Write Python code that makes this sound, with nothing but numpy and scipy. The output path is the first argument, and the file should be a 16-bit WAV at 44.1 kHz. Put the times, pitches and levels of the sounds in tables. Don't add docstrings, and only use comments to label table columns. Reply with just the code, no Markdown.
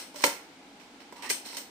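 import sys
import numpy as np
from scipy import signal
from scipy.fft import rfft, irfft, next_fast_len
from scipy.io import wavfile
from scipy.ndimage import uniform_filter1d, map_coordinates

SR = 44100
rng = np.random.default_rng(int(sys.argv[2]) if len(sys.argv) > 2 else 0)


def log_audio(samples):
    frames = np.atleast_2d(samples).T
    limited = np.clip(frames, -1, 1)
    pcm = np.round(limited * 32767).astype(np.int16)
    wavfile.write(sys.argv[1], SR, pcm)


N = 74970

# (frequency [Hz], correlation [1])
CORRELATION = [(40, 0.13), (130, 0.92), (300, 0.96), (700, 0.78), (1000, 0.46), (1400, 0.066),
               (2500, 0.025), (12000, 0.016)]
# (frequency [Hz], left minus right [dB])
BALANCE = [(100, -4), (500, 2), (1200, 0), (2400, -3.5), (4400, -2.5), (6300, -2), (8200, 8), (10500, 10.5),
           (14000, -1)]
# (frequency [Hz], T60 [s])
ROOM_DECAY = [(150, 0.13), (500, 0.65), (1100, 0.48), (2800, 0.42), (8000, 0.33), (15000, 0.38)]
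# (frequency [Hz], level [dB])
FAN_TONES = [(272, -68), (828, -68), (2019, -75)]
# (frequency [Hz], relative spectral level [dB])
AIR_SPECTRUM = [(15, -81), (25, -19), (75, -19.5), (136, -20.5), (148, -15), (274, -1), (359, -8),
                (445, -9.5), (495, -10.5), (537, -13), (666, -11.5), (826, -8), (1200, -17.5),
                (1300, -12.5), (1900, -17.5), (2230, -13), (2560, -16.5), (2770, -16.5), (4150, -18.5),
                (5730, -23), (9050, -28), (10100, -35.5), (15500, -40.5)]
STEEL_SCRAPE = [(200, -9.5), (1000, -40), (2500, -6), (5600, 2.5), (6900, -8), (8700, 2.5), (9500, -10.5),
                (13000, -11.5), (15000, -10)]
SHELL_RUB = [(100, -66), (280, -0.5), (650, -2), (950, -0.5), (1450, -2.5), (1900, 2), (2700, -1),
             (6000, -15.5), (15000, -51)]
PLASTIC_KNOCK = [(40, -32), (110, -27), (230, -0.5), (400, -3), (480, -1), (570, -3), (690, -8),
                 (1000, -2.5), (1400, -7), (2200, 1.5), (2900, -13), (4000, -8), (5100, -8.5), (9000, -29),
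                 (15000, -41)]
STEEL_CLASH = [(200, -23), (1000, -7), (2300, 3), (3300, -0.5), (5500, 5), (7300, 1.5), (8800, 4.5),
               (9500, -5), (12000, -5.5), (15300, -8)]
# (frequency [Hz], relative level [dB], T60 [s])
GUIDE_MODES = [(915, -6.5, 0.033), (2033, -7, 0.024), (3850, 0, 0.018), (4270, -0.5, 0.015),
               (5420, 1.5, .01), (8570, -8, 0.026)]
LATCH_MODES = [(430, -4, 0.028), (1210, -9, .015), (1610, -4.5, 0.025), (2000, 3, 0.027),
               (2387, -0.5, 0.042), (3280, -7, 0.018), (4420, -19, 0.19), (6400, -8.5, 0.19),
               (8425, -10.5, 0.23), (11213, -10.5, 0.19)]
LEVER_MODES = [(967, -1.5, 0.05), (1083, -1.5, 0.022), (1960, 0.5, 0.017), (2304, 1.5, 0.021)]
HOUSING_MODES = [(204, -32, .1), (285.9, -11.5, 0.27), (406, -18, 0.13), (516.6, -14, 0.24),
                 (568, -7, 0.21), (601.6, -8, 0.16), (894, -7.5, 0.18), (928, -9, 0.23), (1004, -14, 0.16),
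                 (1077, -16, 0.14), (1368, -11.5, 0.38), (1627, -15, 0.062), (1778, -17, 0.18),
                 (1925, -11, 0.13), (2170, -11.5, 0.14), (2254, -14, 0.24)]
# (frequency [Hz], relative level [dB])
CAGE_MODES = [(2012, -3), (2430, -17), (3074, -2.5), (3537, -4), (4148, -7), (4581, -7), (5112, -7),
              (5733, -5.5), (6045, 0), (6217, -3), (7135, -5), (7429, -8), (7946, -12), (8360, -1.5),
              (8800, 0), (10130, -11), (11780, -8), (12973, -4), (13180, -12), (14553, 2), (15180, -1)]
# (centre time [s], half-length [s], frequency [Hz], level [dB])
LEVER_SQUEAKS = [(1.19, 0.055, 956, -54), (1.205, 0.031, 1165, -55), (1.251, 0.022, 955, -45),
                 (1.266, 0.032, 1182, -51), (1.255, .005, 1880, -39), (1.276, 0.01, 1897, -41)]
# (time [s], length [s], scrape [dB], swell [dB], rub [dB], ticks [dB], left minus right [dB])
SLIDES = [(0.0, 0.023, -38.5, -9, -43.5, -61, 0), (0.014, 0.079, -56, -4.5, -58, -61, 4),
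          (0.154, 0.08, -49, 8.5, -58.5, -63, -3.5), (0.798, 0.038, -59, -7.5, -55.5, -69, -5),
          (1.002, .03, -58, -11, -50, -59, -6.5), (1.16, 0.058, -56, -6.5, -53, -65, -2.5),
          (1.222, 0.045, -46.5, 1, -44.5, -54, -3.5), (1.292, 0.011, -39, 8, -46.5, -55, -3),
          (1.444, 0.013, -56, 3, -58, -54.5, -5), (1.459, 0.12, -47.5, -1.5, -52.5, -51, -3),
          (1.578, 0.032, -55, -2, -53, -58, 4.5)]
# (time [s], level [dB])
LATCH_HITS = [(1.2996, -29.5), (1.3026, -27.5), (1.3055, -29.5), (1.3121, -33), (1.334, -49)]
# (time [s], knock [dB], housing [dB], steel [dB], left minus right [dB], plastic low-pass [Hz])
IMPACTS = [(0.143, -37, -34, -52, -10, 590), (0.159, -49, -43.5, -44, -12, 9000),
           (0.207, -35, -65, -51, 3, 4000), (0.221, -45, -52, -37, -8, 9000),
           (0.2382, -8.5, -22.5, -25, -1, 14000), (0.2411, -21, -25, -22, -8, 3000),
           (0.2502, -33, -51, -27, 3, 3000), (0.2562, -33, -45, -31.5, 3, 1400),
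           (0.2645, -35, -50, -28.5, 9.5, 4000), (0.2727, -18.5, -38, -41, -3, 1400),
           (1.124, -30, -52, -51, -5, 1010), (1.292, -44, -67, -45, -12, 9000),
           (1.2999, -38.5, -62, -25.5, -6, 14000), (1.303, -28, -49, -29, 4.5, 507),
           (1.311, -22.5, -46, -34, 1, 447), (1.333, -51, -46.5, -40, 17, 5000),
           (1.459, -30.5, -48, -42.5, 2, 540), (1.498, -44, -61, -54, -8, 3030),
           (1.529, -41, -46, -52, -3, 2500), (1.547, -36, -60, -45, 0, 900),
           (1.5685, -38, -45.5, -32, -3, 9000), (1.5825, -51, -56, -38, 1.5, 700)]

AIR_DB, RUMBLE_DRIFT_DB, FAN_FLUTTER_DB, FAN_WANDER_RAD = -52.5, 0.5, 2.5, 1.6
SQUEAK_FLUTTER_DB, SQUEAK_JITTER_RAD = 3.5, 1.2
SLIPS_PER_S, CATCHES_PER_S, SLIDE_RISE_S, SLIDE_RELEASE_S = 3900, 330, 0.00052, 0.011
CONTACT_S, ATTACK_S, ROOM_BUILD_S, BUILD_CYCLES = 0.0021, 0.0003, 0.0028, 1.2
KNOCK_T60_S, CLASH_T60_S, CAGE_T60_S, WIRE_T60_S = 0.036, 0.03, 0.27, 0.17
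LEVER_DB, CAGE_DB, WIRE_DB, SHOVE_DB = -4, -18, -11, -32
WIRE_LO_HZ, WIRE_HI_HZ = 2530, 15290
SHOVE_RISE_S, SHOVE_DELAY_S = 0.0008, 0.0014
WHITEN_HZ, RIPPLE_HZ, LOW_CUT_HZ, TOP_HZ = 207, 140, 190, 15600


def amp(db):
    return 10 ** (np.asarray(db) / 20)


def unit_rms(x):
    return x / np.sqrt(np.mean(x ** 2) + 1e-20)


def along(points, hz):
    freqs, values = np.transpose(points)
    return np.interp(np.log(hz + 1), np.log(freqs + 1), values)


def pan(db):
    return amp(np.array([[db], [-db]]) / 2)


def wobble(knots_per_s):
    return map_coordinates(rng.standard_normal(N // 20), [np.arange(N) * knots_per_s / SR], mode="wrap")


def add(track, start_s, sound):
    part = track[:, max(round(start_s * SR), 0):][:, :sound.shape[1]]
    part += sound[:, :part.shape[1]]


def filtered(x, response):
    n = x.shape[-1]
    padded = next_fast_len(n + 4096)
    return irfft(rfft(x, padded) * response(np.fft.rfftfreq(padded, 1 / SR)), padded)[..., :n]


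def whiten(x):
    spectrum = rfft(x)
    bins = max(int(WHITEN_HZ * x.shape[-1] / SR), 1)
    power = uniform_filter1d(np.abs(spectrum) ** 2, bins, axis=-1)
    return irfft(spectrum / np.sqrt(np.abs(power) + 1e-12), x.shape[-1])


def half_angle(hz):
    return np.arccos(np.clip(along(CORRELATION, hz), -1, 1)) / 2


def spread(pair):
    mid, side = filtered(pair, lambda hz: np.array([np.cos(half_angle(hz)), np.sin(half_angle(hz))]))
    return np.array([mid + side, mid - side])


def coloured(pair, spectrum):
    return unit_rms(spread(filtered(pair, lambda hz: amp(along(spectrum, hz)))))


def background():
    t, fan = np.arange(N) / SR, np.zeros(N)
    for hz, db in FAN_TONES:
        peak = np.sqrt(2) * amp(db + FAN_FLUTTER_DB * wobble(20.8))
        fan += peak * np.sin(2 * np.pi * hz * t + FAN_WANDER_RAD * wobble(25.85))
    air = amp(AIR_DB) * coloured(rng.standard_normal((2, N)), AIR_SPECTRUM)
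    rumble = filtered(air, lambda hz: hz < 170)
    return air + rumble * (amp(RUMBLE_DRIFT_DB * wobble(10.93)) - 1) + fan


def room(x, wet_db):
    hz, t, noise = signal.stft(spread(rng.standard_normal((2, SR // 2))), SR, nperseg=256)
    envelope = amp(-60 * t / along(ROOM_DECAY, hz)[:, None]) * (1 - np.exp(-t / ROOM_BUILD_S))
    tail = signal.istft(noise * envelope, SR, nperseg=256)[1]
    tail = whiten(np.pad(tail, ((0, 0), (0, SR // 4))))[:, :SR // 2]
    reverb = signal.fftconvolve(x, tail / np.linalg.norm(tail[0]), axes=1)[:, :x.shape[1]]
    return x + amp(wet_db) * reverb


def shell_ripple(hz):
    knots = rng.standard_normal((2, SR // 20))
    pattern = np.array([map_coordinates(k, [hz / RIPPLE_HZ], mode="wrap") for k in knots])
    depth_db = 5 * np.clip(hz / 4000, 0, 1)
    gain = amp(depth_db * np.minimum(pattern, np.tanh(pattern)))
    return gain / np.sqrt(uniform_filter1d(gain ** 2, size=2000, axis=1))


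def ring(modes, t):
    out = np.zeros((2, len(t)))
    for hz, db, t60 in modes:
        phase, skew, scatter_db = rng.standard_normal(3)
        offset = np.sign(skew) * half_angle(hz)
        envelope = amp(db + scatter_db - 60 * t / t60) * (1 - np.exp(-t * hz / BUILD_CYCLES))
        out += envelope * np.sin(2 * np.pi * (hz * t + phase) + np.array([[offset], [-offset]]))
    return out


def squeaks():
    t, out = np.arange(N) / SR, np.zeros(N)
    for centre, half_length, hz, db in LEVER_SQUEAKS:
        swell = amp(db + SQUEAK_FLUTTER_DB * wobble(200)) * np.exp(-((t - centre) / half_length) ** 2)
        out += swell * np.sin(2 * np.pi * hz * t + SQUEAK_JITTER_RAD * wobble(170))
    return room(out * pan(-2.8), wet_db=-4.5)


def impulses(channels, per_s):
    return rng.standard_normal((channels, N)) * (rng.random(N) < per_s / SR)


def sliding():
    t, out = np.arange(N) / SR, np.zeros((2, N))
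    scrape = coloured(impulses(2, SLIPS_PER_S), STEEL_SCRAPE)
    rub = coloured(impulses(2, SLIPS_PER_S), SHELL_RUB)
    catches = impulses(1, CATCHES_PER_S)
    ticks = unit_rms(signal.fftconvolve(catches, ring(GUIDE_MODES, t[:SR // 10]), axes=1)[:, :N])
    for start, length, scrape_db, swell_db, rub_db, tick_db, side_db in SLIDES:
        age = t - start
        gate = np.clip(age / SLIDE_RISE_S, 0, 1) * np.exp(-np.maximum(age - length, 0) / SLIDE_RELEASE_S)
        swell = amp(swell_db * np.clip(age / length, 0, 1))
        friction = amp(scrape_db) * scrape + amp(rub_db) * rub + amp(tick_db) * ticks
        out += gate * swell * pan(side_db) * friction
    return room(out * amp(0.35 * wobble(90)), wet_db=-3.5)


def latch():
    out, t = np.zeros((2, N)), np.arange(SR // 2) / SR
    for start, db in LATCH_HITS:
        add(out, start, amp(db) * pan(1) * ring(LATCH_MODES, t))
    return out


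def shove():
    out, u = np.zeros((2, N)), np.arange(SR // 10) / SR / SHOVE_RISE_S
    pulse = pan(0) * u * (2 - u / 2) * np.exp(-u)
    for start, knock_db, *_ in IMPACTS:
        add(out, start + SHOVE_DELAY_S, amp(knock_db + SHOVE_DB) * pulse)
    return out


def wires(pitches, t):
    lines = np.zeros((2, len(t) // 2 + 1), complex)
    real, imag = rng.standard_normal((2, 2, len(pitches)))
    lines[:, (pitches * len(t) / SR).astype(int)] = (real + 1j * imag) * amp(along(STEEL_CLASH, pitches))
    return unit_rms(irfft(lines, len(t))) * amp(-60 * t / WIRE_T60_S)


def burst(spectrum, t60, t):
    attack = 1 - np.exp(-t / ATTACK_S)
    envelope = amp(-60 * np.maximum(t - CONTACT_S, 0) / t60) * attack
    white = whiten(spread(rng.standard_normal((2, len(t)))) * envelope)
    sound = filtered(white, lambda hz: amp(along(spectrum, hz))) * (t < 2 * t60) * attack
    return unit_rms(sound) * np.sqrt(np.mean(envelope ** 2))


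def blows():
    out, t = np.zeros((2, N)), np.arange(SR // 2) / SR
    wire_pitches = rng.uniform(WIRE_LO_HZ, WIRE_HI_HZ, size=110)
    cage = [(hz, db, CAGE_T60_S) for hz, db in CAGE_MODES]
    for start, knock_db, housing_db, steel_db, side_db, cutoff_hz in IMPACTS:
        knock = amp(-7) * room(burst(PLASTIC_KNOCK, KNOCK_T60_S, t), wet_db=-8)
        lever = knock + amp(LEVER_DB) * ring(LEVER_MODES, t)
        clash = room(burst(STEEL_CLASH, CLASH_T60_S, t), wet_db=-4)
        steel = clash + amp(CAGE_DB) * ring(cage, t) + amp(WIRE_DB) * wires(wire_pitches, t)
        plastic = pan(side_db) * amp(knock_db) * lever + amp(housing_db) * ring(HOUSING_MODES, t)
        softness = signal.butter(2, cutoff_hz, fs=SR, output="sos")
        add(out, start, signal.sosfilt(softness, plastic) + pan(side_db) * amp(steel_db) * steel)
    return out


def scene():
    low_cut = signal.butter(2, LOW_CUT_HZ, "high", fs=SR, output="sos")
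    toaster = signal.sosfilt(low_cut, blows() + latch() + sliding() + squeaks())
    balance = lambda hz: amp(np.array([along(BALANCE, hz), -along(BALANCE, hz)]) / 2)
    toaster = filtered(toaster, lambda hz: balance(hz) * shell_ripple(hz))
    return toaster + shove() + background()


def record(dry):
    return filtered(dry, lambda hz: 1 / (1 + (hz / TOP_HZ) ** 200))


dry = scene()
out = record(dry)
log_audio(out)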